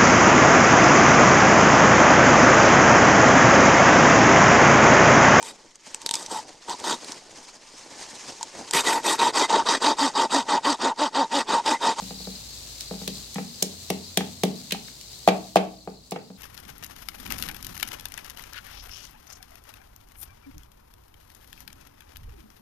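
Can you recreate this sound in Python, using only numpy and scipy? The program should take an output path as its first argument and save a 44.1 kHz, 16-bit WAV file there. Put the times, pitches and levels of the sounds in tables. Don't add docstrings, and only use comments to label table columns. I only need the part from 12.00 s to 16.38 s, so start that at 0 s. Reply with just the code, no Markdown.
import sys
import numpy as np
from scipy import signal
from scipy.fft import rfft, irfft
from scipy.io import wavfile
from scipy.ndimage import uniform_filter1d

SR = 44100
rng = np.random.default_rng(int(sys.argv[2]) if len(sys.argv) > 2 else 0)


def generate_wav(signal):
    frames = np.transpose(np.atleast_2d(signal))
    scaled = np.clip(frames, -1, 1) * 32767
    pcm = np.round(scaled).astype(np.int16)
    wavfile.write(sys.argv[1], SR, pcm)


N = 192978
TIME = np.arange(N) / SR

# t/s, hollow thud/dB, floor thump/dB, clay knock/dB, pulp cushion (0-1), juice/dB
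PESTLE_BLOWS = [(0.021, -39, -30.5, -42, .2, -60), (0.108, -32.5, -31, -34, .15, -53),
                (0.204, -38, -38, -39, .6, -62), (0.273, -30, -30, -36, .3, -54),
                (0.9113, -24.5, -27.5, -32, .25, -60), (0.939, -34, -37, -38, .2, -58),
                (1.017, -37, -32, -41, .05, -56), (1.078, -25, -26.5, -34, .9, -25),
                (1.359, -37, -22, -31, .15, -37), (1.384, -26, -24, -26, .05, -37),
                (1.6252, -18.5, -25, -23, .9, -22), (1.9032, -15, -21, -14.5, .85, -22.5),
                (2.1742, -14.5, -18, -12.5, .87, -15), (2.208, -26, -41, -23, .05, -34),
                (2.4359, -10, -14.5, -11, .83, -20), (2.723, -24, -25, -32, .75, -18.5),
                (2.747, -38, -34, -27, .15, -43), (3.2766, -18, -17, 4.3, .82, -22.5),
                (3.559, -19, -19.5, 3.3, .9, -26), (3.8751, -24, -32, -23.5, .55, -58),
                (4.121, -21.5, -27, -19.5, .62, -32), (4.161, -24.5, -31, -26.5, .05, -41),
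                (4.303, -38.5, -35, -43, .3, -60)]
# delay/s, thud/dB, thump/dB, knock/dB, pulp cushion (0-1), juice/dB
BOWL_REBOUND = (.0099, -16, -25.5, -17, .33, -23)
# f/Hz, level/dB, ring time/s (the time to fade by 60 dB)
HOLLOW_MODES = [(394.8, 0.5, 0.032), (580, -4.5, 0.043)]
# f/Hz, level/dB, ring time/s
FLOOR_MODES = [(176, 3.5, 0.032), (257.7, -2.5, 0.057)]
# f/Hz, level/dB, ring time/s
CLAY_MODES = [(663, 3.5, 0.02), (806, -20.5, 0.015), (1060, -8.5, 0.015), (1140, -13.5, 0.017),
              (1420, -36, 0.034), (2270, -13, 0.049), (2440, -12.5, 0.03), (3150, -20, .02)]
# t/s, level/dB, f/Hz
LONE_SQUELCHES = [(0.8093, -26, 4680), (1.345, -31.5, 6300), (1.6273, -13, 6100), (2.451, -35.5, 11000),
                  (2.710, -24, 2900), (2.885, -42, 2000), (3.013, -36.5, 4300), (4.111, -32, 7500)]
# f/Hz, level/dB, ring time/s
ECHO_BANDS = [(60, -8, .6), (125, -8, 0.49), (200, 3, 0.51), (390, -4.5, 0.36), (540, -5, 0.38),
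              (740, -10, 0.42), (1500, -4, 0.28), (3000, -4.5, 0.32), (5950, -7.5, 0.24),
              (14000, -13, 0.32)]
# f/Hz, level/dB, ring time/s
STANDING_WAVES = [(187.2, -52, 0.48), (237.7, -59, 0.63), (312.6, -62, 0.68), (409.3, -59, 0.29),
                  (490, -53, 0.2), (541, -49, 0.12), (637, -76, 0.36), (765, -62, 0.24), (794, -53, 0.22),
                  (865, -50.5, 0.23)]
# t/s, level/dB
SIZZLE_LEVELS = [(0, -42.3), (.3, -41), (1.3, -42), (2.3, -45), (3.25, -45), (3.8, -56), (4.38, -56.8)]
# f/Hz, level/dB
SIZZLE_COLOUR = [(500, -8.5), (1500, -13), (2400, -9), (3200, -5), (4200, 3.5), (5300, -1.5), (7500, -1),
                 (9500, -10), (12500, -10), (16000, -14.5)]
# f/Hz, level/dB
AIR_COLOUR = [(20, -16), (50, -2.5), (90, 6), (130, 7.5), (180, 0), (300, -3.5), (600, -7.5), (1200, -14),
              (3000, -63)]
# start/s, end/s, f/Hz, level/dB
HUM_SPELLS = [(-.2, 1.42, 56.5, -52), (1.55, 2.6, 87, -53), (2.55, 4.2, 54.5, -60)]

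CONTACT_MS, DETUNE_SEMITONES = (.15, 1.0), (2.6, .5)
JUICE_HZ, SPRAY_DB = (2100, 3500), (-29, 5.5)
JUICE_SWELL_MS, JUICE_FADE_MS = (2.8, 1.0), (9, 3.3)


def pestle(knock_pan_db=1.5, lag_ms=0.13):
    t = np.arange(SR // 4) / SR
    floor_ring = ring(FLOOR_MODES, t)
    out = np.zeros((2, N))
    for s, thud_db, thump_db, knock_db, pulp, _ in landings():
        contact_age = t[:SR // 100] * 1000 / between(CONTACT_MS, pulp)
        push = contact_age * np.exp(-5 * contact_age)
        shift = 2 ** (between(DETUNE_SEMITONES, pulp) / 12)
        thump = undb(thump_db) * floor_ring
        thud = undb(thud_db) * ring(HOLLOW_MODES, t, shift)
        knock = undb(knock_db) * ring(CLAY_MODES, t, shift) * pan(knock_pan_db)
        add(out, -signal.fftconvolve(thump + thud + knock, push[None] / push.sum(), axes=1), s)
    return np.array([out[0], np.interp(TIME - lag_ms / 1000, TIME, out[1])])


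def landings(jolt_db=-6):
    delay_s, thud, thump, clay, pulp, juice = BOWL_REBOUND
    for blow in PESTLE_BLOWS:
        yield blow
        s, _, _, knock_db, _, _ = blow
        if knock_db > jolt_db:
            yield s + delay_s, knock_db + thud, knock_db + thump, knock_db + clay, pulp, knock_db + juice


def tomatoes(juice_pan_db=.4, burst_pan_db=1.8):
    out = np.zeros((2, N))
    for s, *_, pulp, juice_db in landings():
        wet = squirt(between(JUICE_HZ, pulp), between(JUICE_SWELL_MS, pulp),
                     between(JUICE_FADE_MS, pulp), between(SPRAY_DB, pulp))
        add(out, undb(juice_db) * pan(juice_pan_db) * wet, s - wet.shape[-1] / 2 / SR)
    for s, db, pitch_hz in LONE_SQUELCHES:
        wet = squirt(pitch_hz, swell_ms=1.3, fade_ms=2.4, spray_db=-10)
        add(out, undb(db) * pan(burst_pan_db) * wet, s - wet.shape[-1] / 2 / SR)
    return out


def squirt(pitch_hz, swell_ms, fade_ms, spray_db, sharpness=1.57, spray_power=1.57):
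    size = 4096
    ms = (np.arange(size) - size // 2) * 1000 / SR
    hz = bins(ms)
    flow = np.exp(np.where(ms < 0, -(ms / swell_ms) ** 2 / 2, -ms / fade_ms))
    off_pitch = hz / pitch_hz - pitch_hz / hz
    pocket = 1 / (1 + 1j * sharpness * off_pitch) / (1 + (off_pitch / 3) ** 2)
    mist = 1 / (1 + (3500 / hz) ** 4) / (1 + (hz / 14000) ** 2)
    layers = []
    for tone in (pocket, mist):
        bubbles = pops((3, size), per_s=6000, spread_db=-2.0)
        layers.append(stereo(unit(irfft(rfft(bubbles) * tone)), split_hz=1800))
    gush, spray = layers
    return gush * flow + undb(spray_db) * spray * flow ** spray_power


def pops(shape, per_s, spread_db):
    sizes = undb(spread_db * np.minimum(rng.standard_exponential(shape), 5))
    popping = rng.random(shape) < per_s / SR
    return unit(popping * rng.choice([-1, 1], shape) * sizes)


def kitchen_echo(dry, gap_ms=4.0, build_ms=0.67, lead_ms=0.098):
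    t = np.arange(SR * 3 // 4) / SR
    hz, db, ring_s = np.transpose(ECHO_BANDS)
    spectrum = rfft(stereo(rng.standard_normal((3, len(t))), split_hz=450))
    onset = 1 - np.exp(-np.maximum(1000 * t - gap_ms, 0) / build_ms)
    echo = 0
    for share, band_db, band_ring_s in zip(np.eye(len(hz)), db, ring_s):
        band = irfft(spectrum * np.interp(np.log(bins(t)), np.log(hz), share), len(t))
        fade = onset * undb(-60 * t / band_ring_s)
        echo = echo + undb(band_db) * band * fade / np.linalg.norm(fade)
    stereo_t = t + np.array([[lead_ms], [0]]) / 1000
    echo = echo + onset * ring(STANDING_WAVES, stereo_t)
    return signal.fftconvolve(dry, echo, axes=1)[:, :N]


def sizzle_and_air(rustle_db=.9, chirp_db=-50.5, flutter_db=2.5, air_db=-53, pan_db=3.3):
    sizzle_db = np.interp(TIME, *np.transpose(SIZZLE_LEVELS))
    sunk_db = sizzle_db - sizzle_db.max()
    bubbles = stereo(pops((3, N), per_s=5000, spread_db=2.5), split_hz=1200)
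    sizzle = unit(colour(bubbles, SIZZLE_COLOUR))
    noise = stereo(rng.standard_normal((3, N)), split_hz=300)
    air = unit(colour(noise, AIR_COLOUR)) * undb(air_db + .33 * sunk_db)
    chirping = chirps() * undb(chirp_db + .45 * sunk_db + flutter_db * wander(per_s=20))
    rustling = sizzle * undb(sizzle_db + rustle_db * wander(per_s=20))
    return (rustling + chirping) * pan(pan_db) + air


def chirps(per_s=320, low_hz=3750, high_hz=5100, width_ms=4.9, glide=.07, spread_db=9):
    out = np.zeros((2, N))
    t = np.arange(-SR // 40, SR // 40) / SR
    for when, pitch, length, slide, size, side in rng.random((int(per_s * N / SR), 6)):
        width_s = width_ms / 1000 * 4 ** (length - 1)
        stereo_t = t + np.array([[0], [side - .5]]) / high_hz
        hz = low_hz + pitch * (high_hz - low_hz)
        cycles = hz * (stereo_t + glide * (slide - .5) * stereo_t ** 2 / width_s)
        peep = np.exp(-(t / width_s) ** 2) * np.sin(2 * np.pi * cycles)
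        add(out, undb(spread_db * size ** 3) * peep, when * N / SR)
    return unit(out)


def hum(fade_s=.2, waver_hz=1.0):
    out = 0
    drift_hz = waver_hz * wander(per_s=2)
    side_phase = np.array([[-.15], [.15]])
    for start, end, hz, db in HUM_SPELLS:
        fade = np.clip(np.minimum(TIME - start, end - TIME) / fade_s, 0, 1)
        phase = 2 * np.pi * np.cumsum(hz + drift_hz) / SR
        out = out + undb(db) * fade * unit(np.sin(phase + side_phase))
    return out


def ring(modes, t, shift=1):
    return sum((-1) ** k * undb(db - 60 * t / ring_s) * np.cos(2 * np.pi * shift * hz * t)
               for k, (hz, db, ring_s) in enumerate(modes))


def stereo(three, split_hz):
    own_share = 1 / (1 + (split_hz / bins(three)) ** 2)
    spectra = rfft(three)
    return irfft(np.sqrt(1 - own_share) * spectra[0] + np.sqrt(own_share) * spectra[1:], three.shape[-1])


def colour(x, points):
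    hz, db = np.transpose(points)
    gain = undb(np.interp(np.log(bins(x)), np.log(hz), db))
    return irfft(rfft(x) * gain, x.shape[-1])


def wander(per_s):
    hold = int(SR / per_s)
    steps = np.repeat(rng.standard_normal(N // hold + 1), hold)
    return unit(uniform_filter1d(steps, hold)[:N])


def between(ends, share):
    return ends[0] + (ends[1] - ends[0]) * np.clip(share, 0, 1)


def add(track, sound, s):
    start = max(int(s * SR), 0)
    track[..., start:start + sound.shape[-1]] += sound[..., :N - start]


def pan(db):
    return undb(np.array([[db], [-db]]) / 2)


def bins(x):
    return np.maximum(np.fft.rfftfreq(x.shape[-1], 1 / SR), 1)


def undb(db):
    return 10 ** (np.asarray(db) / 20)


def unit(x):
    return x / np.sqrt(np.mean(x ** 2))


def scene(bowl_hz=145, juice_echo_db=-3.5):
    bass_cut = signal.butter(4, bowl_hz, "high", fs=SR, output="sos")
    knocks = signal.sosfilt(bass_cut, pestle())
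    juice = signal.sosfilt(bass_cut, tomatoes())
    echo = kitchen_echo(knocks + undb(juice_echo_db) * juice)
    return knocks + juice + echo + sizzle_and_air() + hum()


def record(dry, top_hz=16000):
    rounded = dry / (1 + dry ** 6) ** (1 / 6)
    return signal.sosfilt(signal.ellip(8, .2, 70, top_hz, fs=SR, output="sos"), rounded)


dry = scene()
out = record(dry)
generate_wav(out)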